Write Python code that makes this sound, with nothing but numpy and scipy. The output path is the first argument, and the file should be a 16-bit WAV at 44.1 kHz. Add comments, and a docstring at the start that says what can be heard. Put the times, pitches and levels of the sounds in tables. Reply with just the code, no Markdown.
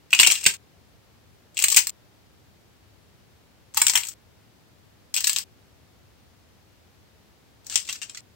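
"""Cracking a dry clay crust

Thumbs press in the hardened crust of a soft clay head on a wooden table, in five squeezes.
Each crack is a snap and a short run of tiny fractures; it rings the crust, scatters off hands and table
and dies in a small room. Crumbs crackle in between.
Low thuds of the overloaded recorder go with the heaviest cracks.
Between squeezes the sound is cut to a faint rumble with a little hiss."""
import sys
import numpy as np
from scipy import signal
from scipy.fft import rfft, irfft
from scipy.io import wavfile
from scipy.ndimage import uniform_filter1d

SR = 44100
rng = np.random.default_rng(int(sys.argv[2]) if len(sys.argv) > 2 else 0)


def unload_audio(sound):
    """Save the sound as a 16-bit wav file, at the path given as the first command line argument."""
    columns = np.transpose(np.atleast_2d(sound))
    # keep every value between -1 and 1, then stretch to whole-number steps
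    steps = np.round(np.clip(columns, -1, 1) * 32767)
    wavfile.write(sys.argv[1], SR, steps.astype(np.int16))


N = 368235  # length in samples
SIZE = 4096  # samples in one crack, tick or thud
HZ = np.arange(SIZE // 2 + 1) * SR / SIZE + 1  # never zero, so its logarithm exists
AGE = np.arange(SIZE) / SR  # seconds

# The squeezes, each at another spot of the crust:
# start_s, end_s, lowest note of the flakes (lowest_hz), resonance of the spot (spot_hz, spot_width_hz,
# spot_lift_db), body of the flakes (body_db), their fizz (fizz_db), ring of the small cracks (ring_db)
SQUEEZE_SPOTS = [(0.105, 0.57, 954, 2206, 700, 2, 2.5, -0.5, 3),
                 (1.543, 1.905, 1144, 2040, 700, 2.5, 0, 1.5, 0),
                 (3.738, 4.14, 916, 2210, 550, 4.5, 4, 2, -10),
                 (5.138, 5.44, 1070, 4820, 2203, 5, 5.5, 5, 1.5),
                 (7.633, 8.208, 1343, 4760, 2810, 3.5, 9, -4, -1)]


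def squeezing():
    """One during a squeeze, zero in the pauses, with edges smoothed over about 2 ms."""
    t = np.arange(N) / SR
    pressed = sum(1. * ((t > start) & (t < end)) for start, end, *_ in SQUEEZE_SPOTS)
    return uniform_filter1d(pressed, size=88)


# The cracks that stand out:
# start_s, level_db before room and left/right balance, length of the fracture run (run_ms),
# ring of the hollow shell (ring_db)
BIG_CRACKS = [(0.1053, -38, 2, 3.5), (0.1296, -8.5, 2.89, 23), (0.148, -18.5, 2.2, 10), (0.182, -29, 3, -8),
              (0.1899, -11.5, .6, 21.5), (0.1976, -3.5, 2.34, 6), (0.2074, -12.5, 5, 3),
              (0.2312, -8.5, 2.38, 14), (0.2472, -13.5, .7, 21), (0.2646, -15, 4, 12),
              (0.2715, -7.5, 0.85, 0), (0.301, -15.5, 0.86, 17), (0.3109, -14, 2.8, -3.5),
              (0.3206, -14.5, 0.44, -5), (0.3548, -25.5, 4.6, 10), (0.441, -23.5, 0.598, -9),
              (0.4543, -21, 1.4, 12), (0.4629, -5.5, 2.2, 6.5), (0.538, -32.5, 4.2, -1),
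              (1.5698, -24.5, 0.55, 12), (1.577, -22.5, 0.54, 8.5), (1.5902, -19, 0.5, 5.5),
              (1.5998, -24, .5, 1), (1.623, -17, 0.44, -2), (1.6396, -8.5, 1.98, 2),
              (1.6833, -15.5, 0.49, -6), (1.7015, -18, 1, -5), (1.7164, -19.5, 4.7, -8),
              (1.745, -17, 0.34, 4), (1.763, -10.5, 1.2, -6), (1.769, -4, 1.6, 3), (1.777, -10.5, 2.7, 2),
              (1.789, -17.5, 2.2, -1), (1.87, -19, 1.35, -8), (1.8946, -27.5, 0.49, -8.5),
              (3.7454, -31, 3, -17.5), (3.7707, -13, 3, -1.5), (3.8161, -8, 2.8, -4.5),
              (3.867, -10, 1.4, -9.5), (3.882, -14, 0.58, -1), (3.897, -14, 1.02, -8), (3.936, -23, 1, -8),
              (3.954, -10.5, 3.8, 3.5), (3.974, -16.5, 3.1, -11), (4.0342, -28.5, 1.44, 1),
              (4.0503, -33, 3, -10), (4.0695, -31, .5, -13), (4.086, -28, 0.93, -16),
              (5.142, -21, 0.65, -5), (5.1534, -27, 1, 2), (5.164, -18, 1.4, 4), (5.172, -21, 3, 7.5),
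              (5.2055, -22.5, 0.56, -6), (5.2422, -16, 1.96, 3), (5.2704, -13, 2.4, -6.5),
              (5.295, -15.5, 0.78, 0), (5.3311, -22.5, 0.58, -0.5), (5.3619, -19, 1.6, 5.5),
              (5.3855, -20.5, 0.56, -5), (7.667, -35.5, .3, -25), (7.698, -29.5, 0.71, -4),
              (7.7239, -33, 4.4, 5), (7.7566, -13, 0.66, 1), (7.7765, -25, .9, 6), (7.8002, -33, 1.2, -12),
              (7.8889, -27, 3.93, 6), (7.9266, -27.5, 2.06, -13), (7.956, -37, 3, 1),
              (8.0166, -32.5, 4.74, 4), (8.0305, -33, 2.9, 2), (8.096, -34, 1.8, 0.5), (8.147, -36, 4.3, 4),
              (8.1726, -33.5, 3.34, 2.5)]


def big_cracks(start, end):
    """The outstanding cracks that belong to one squeeze."""
    return [crack for crack in BIG_CRACKS if start - .1 < crack[0] < end + .1]


TYPICAL_DB, TYPICAL_RUN_MS = -18, 1.6  # a middling crack


def small_cracks(start, end, crumbling, ring_db, per_second=60, level_db=-0.5, spread_db=2):
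    """Lesser cracks at uneven intervals, as strong as the crumbling allows: rows like the big ones."""
    count = int((end - start) * per_second)
    place, size, run = rng.random((count, 3)).T
    s = start + (np.arange(count) + place) * (end - start) / count
    db = np.interp(s, *np.transpose(crumbling)) + level_db + spread_db * (2 * size - 1)
    run_ms = TYPICAL_RUN_MS * 2 ** (2 * (2 * run - 1))  # a quarter to four times the typical run
    return list(zip(s, db, run_ms, np.full(count, ring_db)))


def cracks(colour, events, flakes, pan_scatter_db=1.0):
    """The cracks of one squeeze: each fracture rings its flake and the crust, and scatters."""
    out = np.zeros((2, N))
    attack = int(.006 * SR)  # the level is set over the first 6 ms
    for s, db, run_ms, ring_db in events:
        response = causal(colour + flake_colour(db, run_ms, ring_db, *flakes))
        snap = irfft(rfft(fracture(run_ms)) * rfft(scatter()) * response)
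        snap /= np.sqrt(np.mean(snap[:, :attack] ** 2))
        side_db = pan_scatter_db * rng.standard_normal() * np.array([[1], [-1]])
        add(out, s, snap * undb(db + side_db))
    return out


def fracture(run_ms, step_size=0.54, give_ms=.3, count=24):
    """The crust starts to give, snaps, then runs on in small jumps; a long run takes more of the energy."""
    force = np.zeros(SIZE)
    per_ms = SR / 1000
    delays = np.minimum(rng.exponential(1, count), 3) * run_ms * per_ms
    force[delays.astype(int)] = unit(rng.standard_normal(count)) * step_size * run_ms
    force[int(give_ms * per_ms)] += 1  # the snap itself
    return force


def flake_colour(db, run_ms, ring_db, lowest_hz, body_db, fizz_db,
                 ring_hz=2720, ring_width=1200, ring_scatter=.04):
    """Each flake's own colour (dB): wide ones have more body; those over a hollow ring at their own pitch."""
    # louder cracks and longer runs free wider flakes
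    body_db = body_db + 0.17 * (db - TYPICAL_DB)
    body_db = body_db + 3.5 * np.log2(run_ms / TYPICAL_RUN_MS)
    # body and fizz differ by about 2 dB from flake to flake
    body_db, fizz_db = np.array([body_db, fizz_db]) + 2 * rng.standard_normal(2)
    flake = contour([(0.71 * lowest_hz, 0), (lowest_hz, body_db), (1600, body_db),
                     (2400, 0), (6500, 0), (12000, fizz_db)], HZ)
    own_ring_hz = ring_hz * (1 + ring_scatter * rng.standard_normal())
    return flake + bump(own_ring_hz, ring_width, ring_db)


# Spectrum of a crack: pitch_hz, level_db
CRUST_SPECTRUM = [(60, -32.5), (300, -21.5), (680, -21), (900, -12.5), (1400, -14), (2100, -5), (2500, 0.5),
                  (3800, -1), (6000, 1.5), (8700, 0.5), (9600, -9), (10700, -19), (12500, -8.5),
                  (15500, -6)]
# Resonances of the crust: pitch_hz, width_hz, lift_db
CRUST_RINGS = [(1180, 180, 0), (1620, 72, 0.5), (2758, 140, 4), (3274, 220, 2.5), (4160, 71, 2)]
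# Resonances of the microphone ports, left then right: pitch_hz, width_hz, lift_db
MICROPHONE_PORTS = [(7690, 1100, 10.5), (8220, 440, 7)]


def crust_colour():
    """The crust's spectrum and resonances, as each microphone port hears them (dB)."""
    crust = contour(CRUST_SPECTRUM, HZ) + sum(bump(*ring) for ring in CRUST_RINGS)
    return crust + np.array([bump(*port) for port in MICROPHONE_PORTS])


# Crumbling under the cracks, one curve for each squeeze; small cracks and crumbs follow it:
# time_s, level_db (a guide that each of them offsets)
CRUMBLING_CURVES = [
    [(0.106, -44), (0.16, -32), (0.21, -22.5), (0.3, -24.5), (0.35, -28), (0.43, -35), (0.49, -29),
     (0.55, -54)],
    [(1.548, -51), (1.59, -32), (1.65, -32.5), (1.78, -28), (1.84, -45), (1.9, -41)],
    [(3.736, -44), (3.79, -29), (3.87, -33), (3.97, -31), (4.02, -37), (4.08, -40), (4.13, -49)],
    [(5.134, -27.5), (5.17, -31.5), (5.22, -36.5), (5.28, -29), (5.34, -38.5), (5.38, -30), (5.43, -45.5)],
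    [(7.631, -62.5), (7.73, -31.5), (7.78, -36), (7.84, -46), (7.9, -32.5), (7.95, -42.5), (8, -55),
     (8.2, -53)],
]


def crumbs(colour, start, end, crumbling, crumb_db=9, per_second=420, spread_db=4.0, body_db=-2):
    """Tiny ticks of uneven size that follow the crumbling."""
    out = np.zeros((2, N))
    response = causal(colour + contour([(1200, body_db), (4000, 0.0075)], HZ))
    for place, size in rng.random((int((end - start) * per_second), 2)):
        s = start + place * (end - start)
        tick = unit(irfft(rfft(scatter()) * response))
        size_db = crumb_db - spread_db * np.log(max(1 - size, .04))  # a few are much bigger
        add(out, s, tick * undb(np.interp(s, *np.transpose(crumbling)) + size_db))
    return out


# Low thuds of the overloaded recorder, with the heaviest cracks:
# start_s, level_db on the left before room and balance
OVERLOAD_THUDS = [(0.133, -19.5), (0.1986, -10.5), (0.2729, -5), (0.463, -2.5), (1.768, -18),
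                  (3.818, -22.5), (3.954, -23), (7.7585, -18)]


def overload_thuds(right_db=-9):
    """Short and low, mostly on the left: a scattered click with little left above 1 kHz."""
    out = np.zeros((2, N))
    response = causal(contour([(40, -5.5), (150, 0.0), (450, -5.0), (700, -3.5),
                               (1500, -18), (6000, -45.0)], HZ))
    for s, db in OVERLOAD_THUDS:
        thud = unit(irfft(rfft(scatter()) * response))
        add(out, s, thud * undb([[db], [db + right_db]]))
    return out


def scatter(decay_s=0.0048, scatter_db=3.5, far_decay_s=.014, far_db=-21):
    """The straight path, a quick spray of reflections from hands and clay, a slower one from the table."""
    fade = np.exp(-AGE / decay_s) + undb(far_db) * np.exp(-AGE / far_decay_s)
    spray = stereo_noise(SIZE, alike_hz=3560, alike=0.52) * fade
    paths = unit(spray) * undb(scatter_db)
    # the straight path reaches each side after 0 to 5 samples
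    paths[[0, 1], rng.choice(np.arange(6), size=2)] += 1
    return paths


def room(x, t60_s=0.17, treble_t60_s=0.15, room_db=-8, build_s=.005):
    """A small furnished room: a tail of noise falls 60 dB in each t60, and the treble dies first."""
    t = np.arange(4 * SIZE) / SR
    low_filter = signal.butter(2, 5000, fs=SR, output="sos")
    high_filter = signal.butter(2, 5000, "high", fs=SR, output="sos")
    low = signal.sosfilt(low_filter, stereo_noise(len(t), alike_hz=2497, alike=.3))
    high = signal.sosfilt(high_filter, rng.standard_normal(low.shape))
    fall_db = -60 * t
    tail = low * undb(fall_db / t60_s) + high * undb(fall_db / treble_t60_s)
    tail *= 1 - np.exp(-t / build_s)  # reflections build up first
    return undb(room_db) * signal.fftconvolve(x, unit(tail), axes=1)[:, :N]


# Shape of the background spectrum: pitch_hz, level_db (per Hz, relative)
RUMBLE_SPECTRUM = [(15, -65), (25, -33.5), (32, -28), (41, -15), (56, -5), (96, 0.5), (113, -1),
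                   (133, -6.5), (183, -8), (253, -10), (469, -14), (1140, -20.5), (4620, -25.5),
                   (10100, -34), (15500, -32.5)]


def background(level_db=-56.5, left_db=0.73, low_cut_hz=36):
    """A steady low rumble with faint hiss: noise shaped by a spectrum."""
    hz = np.arange(N // 2 + 1) * SR / N + 1
    gain = undb(contour(RUMBLE_SPECTRUM, hz)) / (1 + (low_cut_hz / hz) ** 6)
    noise = irfft(rfft(stereo_noise(N, alike_hz=2960, alike=0.19)) * gain, N)
    return noise / noise.std() * undb(level_db + np.array([[left_db], [-left_db]]))


def undb(db):
    """Decibels to gain."""
    return 10 ** (np.asarray(db) / 20)


def unit(x):
    """Scale to an energy of one in each channel."""
    return x / np.sqrt(np.sum(x ** 2, axis=-1, keepdims=True))


def contour(points, hz):
    """Join (Hz, dB) points on a log-frequency axis."""
    f, db = np.transpose(points)
    return np.interp(np.log(hz), np.log(f), db)


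def bump(hz, width, db):
    """A resonance as a lift in dB."""
    return db / (1 + (2 * (HZ - hz) / width) ** 2)


def causal(db):
    """Minimum-phase frequency response of a dB curve: the ringing comes after the hit, never before."""
    cepstrum = irfft(db * np.log(10) / 20)
    cepstrum[..., 1:SIZE // 2] *= 2
    cepstrum[..., SIZE // 2 + 1:] = 0
    return np.exp(rfft(cepstrum))


def add(out, s, sound):
    """Mix a stereo sound in at time s."""
    i = int(s * SR)
    out[:, i:i + sound.shape[1]] += sound[:, :N - i]


def stereo_noise(count, alike_hz, alike):
    """Noise that is partly the same left and right, mostly below alike_hz."""
    hz = np.arange(count // 2 + 1) * SR / count
    share = np.clip(alike, 0, .98) / (1 + (hz / alike_hz) ** 2)
    shared, left, right = rfft(rng.standard_normal((3, count)))
    return irfft(np.sqrt(share) * shared + np.sqrt(1 - share) * np.array([left, right]), count)


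def scene(left_db=1.0, right_db=-2.5):
    """Five squeezes, a little nearer the left microphone, over the background."""
    sounds = overload_thuds()
    for spot, crumbling in zip(SQUEEZE_SPOTS, CRUMBLING_CURVES):
        start, end, lowest_hz, spot_hz, spot_width, spot_db, body_db, fizz_db, ring_db = spot
        colour = crust_colour() + bump(spot_hz, spot_width, spot_db)
        events = big_cracks(start, end) + small_cracks(start, end, crumbling, ring_db)
        sounds = sounds + cracks(colour, events, (lowest_hz, body_db, fizz_db))
        sounds = sounds + crumbs(colour, start, end, crumbling)
    heard = (sounds + room(sounds)) * squeezing()
    return heard * undb([[left_db], [right_db]]) + background()


def record(dry):
    """The loudest snaps overload the recorder and clip; the top is cut above 15800 Hz."""
    low_pass = signal.ellip(12, .2, 80, 15800, fs=SR, output="sos")
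    return signal.sosfilt(low_pass, np.clip(dry, -1, 1))


dry = scene()
out = record(dry)
unload_audio(out)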